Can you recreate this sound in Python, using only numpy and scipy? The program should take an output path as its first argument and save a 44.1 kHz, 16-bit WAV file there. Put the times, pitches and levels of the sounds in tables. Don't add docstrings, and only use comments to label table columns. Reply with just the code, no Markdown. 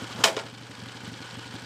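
import sys
import numpy as np
from scipy import signal
from scipy.fft import rfft, irfft, next_fast_len
from scipy.io import wavfile

SR = 44100
rng = np.random.default_rng(int(sys.argv[2]) if len(sys.argv) > 2 else 0)


def dump(signal):
    limited = np.clip(np.atleast_2d(signal).T, -1, 1)
    pcm = np.round(limited * 32767).astype(np.int16)
    wavfile.write(sys.argv[1], SR, pcm)


N = 72765
TIME = np.arange(N) / SR

# (frequency [Hz], level [dB])
AIR_TONE = [(25, -27), (50, -24), (95, -2.5), (200, 2), (400, -9.5), (620, -19), (3000, -43), (15000, -60)]

# (time [s], level [dB])
HEARD_LEVEL = [(0, 3.5), (.15, 1.5), (.35, 1.5), (.52, -3.5), (.72, -2), (.9, -0.5), (1.3, 0.5), (1.65, 0)]
# (frequency [Hz], level [dB])
RUSTLE_TONE = [(100, -20), (300, -3.5), (420, -1), (540, 0), (650, -10), (800, -1), (1500, -3.5),
               (2000, -5), (3100, -6.5), (4800, -8), (6300, -14.5), (8000, -16.5), (10000, -27),
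               (15000, -35.5)]
# (frequency [Hz], width [Hz], level [dB])
CASE_RINGS = [(849, 270, -4), (1469, 58, -0.5), (1656, 92, -2), (2322, 120, -7.5), (3060, 190, -1),
              (3312, 39, -6), (3714, 53, -19)]
# (time after the first cylinder fires [s], level [dB])
VALVE_TICKS = [(0.0125, 1), (0.0545, 3)]
# (frequency [Hz], level [dB])
TICK_TONE = [(300, -38), (1500, -1), (3200, 3.5), (6000, -2.5), (7400, -8), (8250, 4.5), (9100, -15.5),
             (15000, -32)]
# (frequency [Hz], level [dB])
SLAP_TONE = [(200, -48), (800, -8), (2000, -10.5), (3200, 6), (4800, 1.5), (7000, -10.5), (15000, -35.5)]
TURN_S, FIRST_FIRING_S = .0422, .0212
CYLINDER_DB = [0.5, -12.5]

# (time [s], extra level [dB])
ODD_FIRINGS = [(.02, 8.5), (.15, 18.5), (.19, 7.5), (.27, -30), (.53, -3.5), (.57, 9), (.82, 16.5),
               (.87, 2), (1.04, 3), (1.08, 18.5), (1.12, 4), (1.2, 2.5), (1.29, -25), (1.33, 14),
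               (1.37, 4.5), (1.5, 11), (1.54, 7)]
# (frequency [Hz], level [dB], fade [s])
PIPE_RINGS = [(115, -0.5, .22), (175, 4.5, .04), (232, -35, 0.019), (441.4, -8.5, 0.27), (535, -9.5, 0.12)]
# (starting pitch [Hz], rise [Hz per s], fade [s])
PIPE_PUFFS = [(213.7, 4420, 0.28), (176, 3770, 0.23)]
# (frequency [Hz], level [dB])
SPIT_TONE = [(300, -23), (1500, -7), (6000, -9), (11000, 2.5), (15000, -12)]

# (time [s], level [dB])
SCUFF_LEVEL = [(.16, -46.5), (.19, -38), (.21, -35), (.228, -38.5), (.27, -85)]
# (frequency [Hz], level [dB])
SCUFF_TONE = [(60, -12), (150, 4), (300, 1.5), (600, 1), (1200, 1.5), (3000, -15), (7000, -14.5),
              (15000, -38)]

# (time [s], level [dB], dull above [Hz])
STAND_HITS = [(.2366, -11.5, 9000), (0.239, 3, 12200), (.2415, -3.5, 6000), (.2475, -6.5, 12000),
              (.2508, -9.5, 3000), (.257, -10.5, 10000), (.275, -12.5, 7500), (.284, -14.5, 4970),
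              (.297, -24, 3970), (.3658, -14, 5600), (.3692, -18.5, 1410), (.377, -12.5, 1400),
              (.389, -21, 7200), (.396, -22, 6000), (.407, -26, 2000)]
# (frequency [Hz], level [dB])
CRACK_TONE = [(60, -40), (150, -23), (300, -2.5), (450, -15), (750, -8), (1100, -0.5), (1500, -1),
              (1900, -3), (3100, 3), (5200, -4), (7500, -7), (10500, -19), (15000, -21)]
# (frequency [Hz], level [dB])
WASH_TONE = [(60, -40), (150, -8), (300, -8.5), (450, -1), (700, -1), (1100, -2.5), (1800, -2),
             (3100, -6.5), (5200, -4), (7500, -5.5), (10500, -15), (15000, -19)]
# (frequency [Hz], fade [s])
WASH_FADES = [(300, 0.57), (1200, .22), (4000, 0.16), (12000, 0.18)]
# (frequency [Hz], level [dB], fade [s])
STAND_RINGS = [(242.5, -10, 0.13), (426.4, -6.5, 0.11), (556, 0, 0.18), (654.5, -1, .25), (681.3, -7, 0.23),
               (862, -13, 0.26), (897, -9.5, 0.28), (974, -5, 0.16), (1061, 1.5, 0.057), (1407, 0, 0.16),
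               (2240, -3.5, 0.12), (2437, -11, 0.18), (2925, 0.5, 0.069), (3162, -3.5, 0.099),
               (3854, -2.5, 0.13), (4033, -6, 0.1), (5114, -2, 0.1), (5570, -10, 0.097), (6840, -11, 0.094)]
# (frequency [Hz], level [dB], fade [s])
KNOCK_RINGS = [(405, -14, 0.22), (433.4, 3.5, 0.094), (650, -5, 0.056)]
BAND_EDGES_HZ = np.geomspace(60, 16000, 13)


def from_db(db):
    return 10 ** (np.asarray(db) / 20)


def unit_level(x):
    return x / np.sqrt(np.mean(x ** 2) + 1e-20)


def over_time(rows):
    return np.interp(TIME, *np.transpose(rows))


def at_hz(rows, hz):
    frequencies, values = np.transpose(rows)
    return np.interp(np.log(hz), np.log(frequencies), values)


def noise(tone):
    size = next_fast_len(N, real=True)
    hz = np.maximum(np.arange(size // 2 + 1) * SR / size, 1)
    spectrum = rfft(rng.standard_normal(size)) * from_db(at_hz(tone, hz))
    return unit_level(irfft(spectrum, size)[:N])


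def band(x, low, high):
    return signal.sosfilt(signal.butter(2, [low, high], "band", fs=SR, output="sos"), x)


def cut_bass(x, hz, order):
    return signal.sosfilt(signal.butter(order, hz, "high", fs=SR, output="sos"), x)


def band_noise(low, high):
    return unit_level(band(rng.standard_normal(N), low, high))


def noise_bands(tone):
    pair = noise(tone), noise(tone)
    return [band(pair[k % 2], *edges) for k, edges in enumerate(zip(BAND_EDGES_HZ, BAND_EDGES_HZ[1:]))]


def clicks(times, levels_db):
    at = np.round(np.asarray(times) * SR).astype(int)
    inside = (at >= 0) & (at < N)
    return np.bincount(at[inside], from_db(levels_db)[inside], N) + 1e-18


def ring(x, hz, fade_s):
    decay, angle = from_db(-60 / (fade_s * SR)), 2 * np.pi * hz / SR
    return signal.lfilter([0, np.sin(angle)], [1, -2 * decay * np.cos(angle), decay ** 2], x)


def bursts(times, levels_db, fade_s, rise_s=0.00048):
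    fall, rise = from_db(-120 / (fade_s * SR)), np.exp(-1 / (rise_s * SR))
    energy = signal.lfilter([1], [1, -fall], clicks(times, 2 * levels_db))
    return np.sqrt(signal.lfilter([1 - rise], [1, -rise], energy))


def air():
    return from_db(-54) * noise(AIR_TONE)


def gears():
    case = sum(from_db(-55 + db) * band_noise(hz - width / 2, hz + width / 2)
               for hz, width, db in CASE_RINGS)
    rustle = from_db(-45.5) * noise(RUSTLE_TONE) + case
    flutter_db = 1.84 * band_noise(3.3, 80)
    return rustle * from_db(flutter_db)


def engine():
    cycles = np.arange(FIRST_FIRING_S, N / SR, 2 * TURN_S)
    ticks = sum(bursts(cycles + delay, db + rng.normal(0, 0.51, len(cycles)), fade_s=0.026)
                for delay, db in VALVE_TICKS)
    slaps = bursts(cycles + .0205, rng.normal(0, 0.83, len(cycles)), fade_s=.035)
    rustle = gears()
    clatter = from_db(-45) * ticks * noise(TICK_TONE) + from_db(-40) * slaps * noise(SLAP_TONE)
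    return from_db(over_time(HEARD_LEVEL)) * (rustle + clatter)


def puff(start_hz, rise_hz_per_s, fade_s, rise_s=0.0011, length_s=0.034):
    t = TIME[TIME < length_s]
    swell = 1 - np.exp(-t / rise_s)
    fade = from_db(-60 * t / fade_s) * (1 - (t / length_s) ** 4)
    return swell * fade * np.sin(2 * np.pi * (start_hz + rise_hz_per_s * t / 2) * t)


def exhaust(drone_hz=118.5):
    times = np.arange(FIRST_FIRING_S, N / SR, TURN_S)
    firing_db = np.resize(CYLINDER_DB, len(times)) - rng.normal(0, 0.4, len(times))
    for when, extra_db in ODD_FIRINGS:
        firing_db[np.argmin(abs(times - when))] += extra_db
    pipes = sum(ring(clicks(times, -45.5 + firing_db + db), hz, fade_s) for hz, db, fade_s in PIPE_RINGS)
    for k, pipe in enumerate(PIPE_PUFFS):
        firings = clicks(times[k::2], -42 + firing_db[k::2])
        pipes += signal.fftconvolve(firings, puff(*pipe))[:N]
    drone = from_db(-51) * np.sin(2 * np.pi * drone_hz * (TIME - FIRST_FIRING_S))
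    spit = bursts(times, -59.5 + firing_db, fade_s=0.023) * noise(SPIT_TONE)
    return cut_bass(pipes + drone + spit, hz=85, order=4)


def scuff():
    return from_db(over_time(SCUFF_LEVEL)) * noise(SCUFF_TONE)


def stand(knock_at_s=.3685):
    times, hit_db, dull_above_hz = np.transpose(STAND_HITS)

    def strength_db(hz):
        return hit_db - 10 * np.log10(1 + (hz / dull_above_hz) ** 4)

    clack = np.zeros(N)
    centres_hz = np.sqrt(BAND_EDGES_HZ[1:] * BAND_EDGES_HZ[:-1])
    for hz, crack, wash in zip(centres_hz, noise_bands(CRACK_TONE), noise_bands(WASH_TONE)):
        clack += from_db(-10.5) * crack * bursts(times, strength_db(hz), fade_s=0.025)
        clack += from_db(-21.5) * wash * bursts(times, strength_db(hz), at_hz(WASH_FADES, hz))
    for k, (hz, db, fade_s) in enumerate(STAND_RINGS):
        hits = clicks(times, -25 + db + strength_db(hz) + rng.normal(0, 1, len(times)))
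        clack += (-1) ** k * ring(hits, hz, fade_s)
    for hz, db, fade_s in KNOCK_RINGS:
        clack += ring(clicks([knock_at_s], [-26.5 + db]), hz, fade_s)
    return cut_bass(clack, hz=210, order=2)


def scene():
    return (stand() + scuff() + exhaust() + engine() + air())[None]


def record(dry, cutoff_hz=15300):
    return signal.sosfilt(signal.ellip(10, .1, 70, cutoff_hz, fs=SR, output="sos"), dry)


dry = scene()
out = record(dry)
dump(out)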